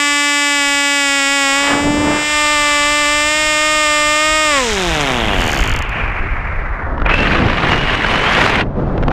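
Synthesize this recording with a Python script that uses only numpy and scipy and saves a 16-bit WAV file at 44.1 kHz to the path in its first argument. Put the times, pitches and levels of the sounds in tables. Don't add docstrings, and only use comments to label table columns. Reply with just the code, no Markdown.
import sys
import numpy as np
from scipy import signal
from scipy.io import wavfile
from scipy.ndimage import uniform_filter1d

SR = 44100
rng = np.random.default_rng(int(sys.argv[2]) if len(sys.argv) > 2 else 0)


def wav_out(sig):
    wavfile.write(sys.argv[1], SR, np.round(np.clip(np.atleast_2d(sig).T, -1, 1) * 32767).astype(np.int16))


def how_loud(loudness_db):
    steps = np.asarray(loudness_db, float) / 20
    return 10 ** steps


N = 402191
T = np.arange(N) / SR


def evened(x):
    return x / np.sqrt(np.mean(x ** 2) + 1e-20)


def read(points, hz):
    f, db = np.transpose(points)
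    return np.interp(np.log(hz + 1), np.log(f + 1), db)


def columns(rows, t=T):
    s, *values = np.transpose(rows)
    return [np.interp(t, s, v) for v in values]


def causal(points):
    hz = abs(np.fft.fftfreq(4096, 1 / SR))
    log_gain = np.log(how_loud(np.maximum(read(points, hz), -80)))
    phase = -signal.hilbert(log_gain).imag
    return np.fft.ifft(np.exp(log_gain + 1j * phase)).real[:1024]


def coloured(x, points):
    shape = causal(points)
    return signal.oaconvolve(x, shape / np.linalg.norm(shape))[:N]


def pulses(turns, sizes, late):
    at = np.interp(np.arange(1, int(turns[-1])), turns, np.arange(N))
    at = at + late[:len(at)]
    taps = np.round(at).astype(int)[:, None] + np.arange(-8, 9)
    off = taps - at[:, None]
    click = np.sinc(off) * np.cos(np.pi * off / 18) ** 2
    out = np.zeros(N)
    np.add.at(out, np.clip(taps, 0, N - 1), sizes[:len(at), None] * click)
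    return out


def air(shape_db, patchy_db, flicker_db, size=512):
    hop = size // 4
    frames, hz = N // hop + 5, np.fft.rfftfreq(size, 1 / SR)[:, None]
    a, b, patches = rng.standard_normal((frames, len(hz), 3)).T
    patches = uniform_filter1d(patches, size=7, axis=0)
    patches = evened(uniform_filter1d(patches, size=9, axis=1))
    gusts = evened(uniform_filter1d(rng.standard_normal(frames), size=3))
    gain = how_loud(shape_db(np.arange(frames) * hop / SR, hz))
    gain = gain / np.sqrt((gain ** 2).mean(axis=0))
    z = (a + 1j * b) * gain * how_loud(patchy_db * patches + flicker_db * gusts)
    return evened(signal.istft(z, nperseg=size, noverlap=size - hop)[1][:N])


# t/s, strength/0-1
GUST = [(1.55, 0), (1.68, 0.23), (1.76, 0.67), (1.88, 1), (2.08, 0.89), (2.2, 0.52), (2.36, 0.06)]


def side_gust(t=T):
    return columns(GUST, t)[0]


# t/s, speed/turns per s
SPEED = [(0, 289), (.24, 289.2), (.44, 288.4), (.56, 286.9), (.63, 283.9), (.96, 284.4), (1.1, 279.3),
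         (1.18, 279.5), (1.2, 276.6), (1.26, 276.7), (1.35, 281.1), (1.47, 275.2), (1.52, 275), (1.6, 282),
         (1.76, 284.8), (1.9, 292.5), (2.15, 297.9), (2.3, 299.1), (2.42, 298.9), (2.46, 297.6),
         (2.53, 298.9), (2.57, 295.3), (2.82, 291.4), (2.92, 295.6), (3.02, 295.4), (3.045, 292.3),
         (3.14, 296.4), (3.22, 296.9), (3.3, 302.3), (3.39, 306.4), (3.52, 304.9), (3.55, 303.2),
         (3.67, 306.2), (3.74, 306), (3.84, 303.9), (3.86, 301), (4.03, 299.5), (4.15, 302.4), (4.25, 308),
         (4.36, 310.6), (4.44, 307.8)]
# t/s, speed/turns per s
RUN_DOWN = [(4.5, 299.4), (4.58, 271.2), (4.66, 234.3), (4.76, 197.1), (4.92, 160.4), (5.12, 127.3),
            (5.393, 88.4), (5.584, 65.3), (5.668, 52.8), (5.753, 41.5), (5.808, 30.5), (5.84, 16),
            (5.93, 4.7)]
CLACK_AT_S, CLACK_PLACE = 5.8235, .52


def shaft():
    hz = columns(SPEED + RUN_DOWN)[0]
    turns = np.cumsum(hz) / SR
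    return hz, turns + (CLACK_PLACE - turns[round(CLACK_AT_S * SR)]) % 1


# f/Hz, relative level/dB
EXHAUST_TONE = [(900, -28), (1350, 1.5), (1500, -5.5), (1750, 3), (2050, 4), (2900, -0.5), (3700, -4.5),
                (4300, -16.5), (4650, -8.5), (5200, -6.5), (5800, -11.5), (6300, -17.5), (7000, -5.5),
                (7800, -6), (8700, -13), (9200, -35), (11000, -30), (13500, -34), (15300, -35),
                (16000, -73)]
# t/s, level 1/dB, level 2/dB, level 3/dB, level 4/dB
TONES = [(0, -26, -34.5, -29.5, -20.5), (.7, -26.5, -30.5, -26.5, -24.5), (1.25, -26.5, -29, -28.5, -26),
         (1.45, -25.5, -27, -25, -22.5), (2.5, -29.5, -25.5, -25, -17), (3.1, -28.5, -24.5, -28, -18.5),
         (3.4, -31.5, -24, -28, -22), (3.7, -30.5, -22.5, -28.5, -17), (4.5, -30, -21.5, -27.5, -16.5)]
# level added by a full gust/dB, fade without fuel/dB per s
TONES_REACT = [(11, -25), (-1, -21), (-2, -94), (-8.5, -110)]
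# f/Hz, relative level/dB
WHIR_TONE = [(2000, -50), (4500, -5.5), (6500, -4), (9000, -9.5), (14000, -19), (15300, -28), (16000, -53)]
# t/s, relative level/dB
WHIR_DB = [(0, -30), (1.6, -30.5), (5.0, -32), (5.5, -39.5), (5.7, -47), (5.85, -64), (6.1, -78)]
EXHAUST_DB, EXHAUST_FADE_DB_PER_S = -20, -110
GUST_EXHAUST_DB, GUST_WHIR_DB = -8.5, -11
FUEL_OUT_S, SILENT_S = 4.582, 4.9
LULL_S, LULL_WIDTH_S, LULL_DB = 2.26, 0.075, -6
SPUTTER_DB = 4


def engine():
    (hz, turns), gust = shaft(), side_gust()
    dead = np.maximum(T - FUEL_OUT_S, 0)

    chance = rng.standard_normal((2000, 2))
    drift = uniform_filter1d(chance[:, 1], size=5)
    no_fuel = np.arange(len(chance)) > turns[round(FUEL_OUT_S * SR)]
    missed_db = SPUTTER_DB * abs(chance[:, 0]) * no_fuel
    cracks = pulses(turns, how_loud(.25 * chance[:, 0] - missed_db), .45 * drift)
    exhaust_db = EXHAUST_DB + GUST_EXHAUST_DB * gust + EXHAUST_FADE_DB_PER_S * dead
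    exhaust = -how_loud(exhaust_db) * 2 * np.sqrt(SR / hz) * coloured(cracks, EXHAUST_TONE)

    lull_db = LULL_DB * np.exp(-((T - LULL_S) / LULL_WIDTH_S) ** 2)
    tones = np.zeros(N)
    for k, (db, (up, fade)) in enumerate(zip(columns(TONES), TONES_REACT), start=1):
        level = how_loud(db + up * gust + fade * dead + lull_db)
        tones += level * np.sqrt(2) * np.sin(2 * np.pi * k * (turns - .06))

    beat = .5 + 1.23 * np.exp(-(turns % 1) / 0.094)
    whir = coloured(beat * rng.standard_normal(N), WHIR_TONE) * (T < WHIR_DB[-1][0])
    whir = how_loud(columns(WHIR_DB)[0] + GUST_WHIR_DB * gust) * whir
    firing = np.clip((SILENT_S - T) / 0.0094, 0, 1)
    return firing * (exhaust + tones) + whir


# f/Hz, relative level/dB per Hz
RUMBLE_TONE = [(8.8, -38.5), (15, 1.5), (36, 6), (106, -10), (200, -24.5), (260, -70), (440, -120)]
# t/s, level/dB
RUMBLE_DB = [(0, -47), (.4, -56), (.71, -42), (.85, -54), (1.5, -43), (1.9, -47), (2.35, -33.5), (3.3, -34),
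             (4.4, -36.5), (4.75, -26), (5.28, -26.5), (5.41, -14), (5.47, -23), (5.52, -18), (5.8, -18.5),
             (5.93, -23.5), (6.1, -17), (6.8, -20.5), (7.0, -19), (7.08, -19), (7.35, -20), (7.65, -26),
             (7.9, -23), (8.3, -28), (8.8, -24), (9.12, -16)]
# f/Hz, relative level/dB per Hz
BUFFET_TONE = [(60, -26), (100, 4), (200, -1), (600, -8.5), (1200, -18), (2500, -37), (5000, -52),
               (12000, -79)]
# t/s, level/dB
BUFFET_DB = [(0, -55), (1.5, -49.5), (2.7, -44.5), (4.5, -43), (4.95, -32), (5.05, -28), (5.6, -25.5),
             (5.88, -37), (6.0, -27), (6.1, -38), (6.25, -28.5), (6.45, -36.5), (6.85, -32), (6.92, -27),
             (7.06, -26.5), (7.11, -23), (7.4, -18), (8.0, -25), (8.6, -19.5), (8.69, -24), (8.8, -17.5),
             (9.12, -16.5)]
GUST_BUFFET_DB = 28.5


def wind():
    buffet_db = columns(BUFFET_DB)[0] + GUST_BUFFET_DB * side_gust()
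    lumps = uniform_filter1d(rng.standard_normal((2, N)), size=1800)
    lumps = evened(uniform_filter1d(lumps, size=1200))
    rumble = air(lambda t, hz: read(RUMBLE_TONE, hz) + 0 * t, 0.77, 0.62, size=4096)
    buffet = air(lambda t, hz: read(BUFFET_TONE, hz) + 0 * t, 0.79, 0.72, size=384)
    rumble = how_loud(columns(RUMBLE_DB)[0] + 2.4 * lumps[0]) * rumble
    return rumble + how_loud(buffet_db + 1.67 * lumps[1]) * buffet


# t/s, level/dB
RUSH_DB = [(0, -40.5), (1.4, -34.5), (1.62, -25.5), (1.72, -15), (1.82, -21), (1.95, -24), (2.12, -18),
           (2.26, -26.5), (2.45, -26.5), (3.3, -27.5), (4.45, -28), (4.62, -21), (4.82, -19.5),
           (5.6, -18.5), (5.9, -24), (6.0, -18.5), (6.1, -22.5), (6.7, -26), (6.8, -24), (7.05, -29.5),
           (7.15, -67)]
# f/Hz, relative level/dB per Hz
RUSH_TONE = [(200, -17.5), (400, -10), (600, -5.5), (1200, -1.5), (2200, -1), (4000, -3)]
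# t/s, upper edge f/Hz, tilt under the edge/dB per octave
GLIDE = [(1.5, 4000, -2), (2.4, 4320, 1.5), (4.6, 4020, 1.5), (5.85, 2920, 0.5), (6.05, 2550, 1),
         (6.7, 2260, -0.5), (6.93, 1900, -2.5)]
GUST_EDGE_HZ, GUST_TILT_DB = -1700, -10.5


def rush():
    def shape_db(t, hz):
        (edge_hz, tilt_db), gust = columns(GLIDE, t), side_gust(t)
        edge_hz = edge_hz + GUST_EDGE_HZ * gust
        tilt_db = tilt_db + GUST_TILT_DB * gust
        over = np.log2(np.maximum(hz / edge_hz, 1))
        under = np.log2(np.clip(hz / edge_hz, .1, 1))
        return read(RUSH_TONE, hz) + tilt_db * under - np.minimum(45 * over, 16 + 16 * over)
    turns = shaft()[1]
    windmilling = np.clip(np.minimum(T - 4.55, 5.8 - T) / .05, 0, 1)
    chop = 1 + .45 * windmilling * np.cos(2 * np.pi * turns)
    return how_loud(columns(RUSH_DB)[0]) * chop * air(shape_db, 0.61, 1.23)


# t/s, thump relative level/dB, hiss relative level/dB
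COASTING = [(4.45, -38, -53), (4.57, -21, -30), (4.62, -19, -20), (5.0, -11.5, -23), (5.4, -15, -35),
            (5.6, -14, -28), (5.72, -19, -31), (5.82, -7, -46), (5.92, -28, -44)]
# f/Hz, relative level/dB
HISS_TONE = [(3000, -25), (5000, 3.5), (7000, 2), (9000, -9), (11000, -64), (15500, -57)]
# t/s, relative level/dB
CLACKS = [(5.0, -52), (5.3, -35), (5.4, -17), (5.5, -12.5), (5.6, -14.5), (5.82, -20.5), (5.92, -29)]
# f/Hz, relative level/dB
CLACK_TONE = [(2350, -48), (4000, -15), (4400, 1), (4850, -6), (5720, -7), (7050, -1), (8500, -17),
              (9360, -12), (10800, -27), (11700, -15), (12800, -23), (14000, -15), (15500, -39)]
# t/s, relative level/dB
PUMPING = [(4.6, -51), (4.8, -28.5), (5.1, -23.5), (5.4, -27), (5.7, -36), (5.85, -51)]
# f/Hz, relative level/dB
PUMPING_TONE = [(60, 2), (130, -5.5), (250, 0), (400, -5.5), (550, -6), (750, -1.5), (1000, -10),
                (1500, -28)]


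def coasting():
    (thump_db, hiss_db), clack_db, (hz, turns) = columns(COASTING), columns(CLACKS)[0], shaft()
    chance = rng.standard_normal((2000, 3))
    on_time = np.zeros(len(chance))
    live = (T > COASTING[0][0]) & (T < COASTING[-1][0])
    t = np.arange(300) / SR

    strokes = pulses(turns, how_loud(0.46 * chance[:, 0]), on_time) * live
    bump = np.exp(-.5 * ((t - .001) / .00015) ** 2)
    thumps = signal.oaconvolve(how_loud(thump_db) * strokes, bump)[:N]
    thumps = signal.lfilter([1, -1], [1, -.985], thumps)

    puffs = how_loud(hiss_db) * pulses(turns, how_loud(2.4 * chance[:, 1]), .7 * chance[:, 2]) * live
    burst = abs(signal.oaconvolve(puffs, t / 0.0012 * np.exp(1 - t / 0.00024))[:N])
    hiss = coloured(burst * rng.standard_normal(N) - 6 * puffs, HISS_TONE)

    knocks = pulses(turns - CLACK_PLACE + 1, how_loud(1.7 * chance[:, 2]), on_time)
    knocks = how_loud(clack_db) * knocks * live
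    rattle = 0.31 * signal.oaconvolve(knocks, np.exp(-t / 0.002))[:N] * rng.standard_normal(N)
    clacks = coloured(3 * knocks + rattle, CLACK_TONE)

    growl = np.zeros(N)
    for k in range(1, 13):
        growl += how_loud(read(PUMPING_TONE, k * hz)) * np.cos(2 * np.pi * k * (turns - .001 * hz))
    return how_loud(columns(PUMPING)[0]) * live * growl + thumps + hiss + clacks


# t/s, relative level/dB, ring f/Hz
SLAPS = [(6.978, -12, 939), (6.998, -13, 1350), (7.017, -7, 1360), (7.06, -3, 2460), (7.092, -2, 1310),
         (7.112, -4, 2540), (7.139, -2, 2580), (7.189, -5, 2680), (7.269, -5, 1860), (8.044, -4, 1530),
         (8.977, -8, 517), (9.025, -8, 598), (9.033, -6, 528), (9.08, -2, 764), (9.105, -9, 711),
         (9.112, -7, 840)]
# f/Hz, relative level/dB
SLAP_TONE = [(150, -10), (400, 0), (1500, -3), (3000, -15), (6000, -36), (12000, -60)]


def slaps():
    ring, puff, t = np.zeros(N + 900), np.zeros(N + 900), np.arange(900) / SR
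    swell = (t / .0025 * np.exp(1 - t / .0025)) ** 2
    for (s, db, hz), noise in zip(SLAPS, rng.standard_normal((len(SLAPS), 900))):
        start = round(s * SR)
        ring[start:][:900] += how_loud(db) * swell * np.sin(2 * np.pi * hz * t)
        puff[start:][:900] += how_loud(1.32 * db + 3.5) * swell * noise
    return .55 * ring[:N] + .27 * coloured(puff[:N], SLAP_TONE)


# t/s, level/dB, treble against it/dB
ROAR = [(7.045, -20, -48), (7.085, -19, -51), (7.095, -14, -30), (7.16, -19, -20.5), (7.36, -14, -24.5),
        (7.41, -20, -22), (7.53, -16.5, -23.5), (7.6, -16.5, -23.5), (7.72, -14.5, -19.5), (7.8, -18, -21),
        (7.91, -14, -21.5), (7.99, -19.5, -20.5), (8.1, -15.5, -20), (8.3, -14, -20.5), (8.45, -12.5, -17),
        (8.58, -14.5, -21.5), (8.615, -15, -23), (8.65, -38, -32)]
# f/Hz, relative level/dB per Hz
ROAR_TONE = [(120, -25), (200, -13.5), (602, -6), (1850, -4.5), (2600, -8.5), (2900, -10.5), (3410, -16.5),
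             (8120, -44.5), (12700, -59.5), (15000, -70)]


def roar():
    def shape_db(t, hz):
        treble_db = columns(ROAR, t)[1] + 24
        return read(ROAR_TONE, hz) + treble_db * np.clip(np.log2(hz / 2500 + 1e-9) / 1.1, 0, 1.5)
    edges = np.clip(np.minimum(T - ROAR[0][0], ROAR[-1][0] - T) / 0.013, 0, 1)
    return edges * how_loud(columns(ROAR)[0]) * air(shape_db, 1.6, 2.4, size=256)


# start t/s, end t/s, start f/Hz, end f/Hz, level/dB
WHISTLE = [(7.09, 7.29, 2580, 2750, -24), (7.69, 8.01, 2850, 2900, -25.5), (8.03, 8.2, 2940, 2990, -26.5),
           (8.2, 8.38, 3010, 3330, -27)]


def whistle():
    out = np.zeros(N)
    r = np.exp(-np.pi * 130 / SR)
    for start, end, from_hz, to_hz, db in WHISTLE:
        hz = np.interp(T, [start, end], [from_hz, to_hz])
        noise = rng.standard_normal(N) + 1j * rng.standard_normal(N)
        waver = signal.lfilter([1], np.poly([r, r]), noise)
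        waver = .8 + evened(waver.real) + 1j * evened(waver.imag)
        tone = (waver * np.exp(2j * np.pi * np.cumsum(hz) / SR)).real
        edges = np.clip(np.minimum(T - start, end - T) / 0.023, 0, 1)
        out += edges * how_loud(db) * evened(tone)
    return out


def scene():
    return (engine() + wind() + rush() + coasting() + slaps() + roar() + whistle())[None]


def band_limit(x):
    return signal.sosfilt(signal.butter(12, 15700, fs=SR, output="sos"), x)


def record(dry):
    soft = 1.5 * np.tanh(dry / 1.5)
    band = signal.oaconvolve(soft, signal.firwin(101, 15300, fs=SR)[None], "same")
    return band_limit(np.clip(band, -.98, .98))


dry = scene()
out = record(dry)
wav_out(out)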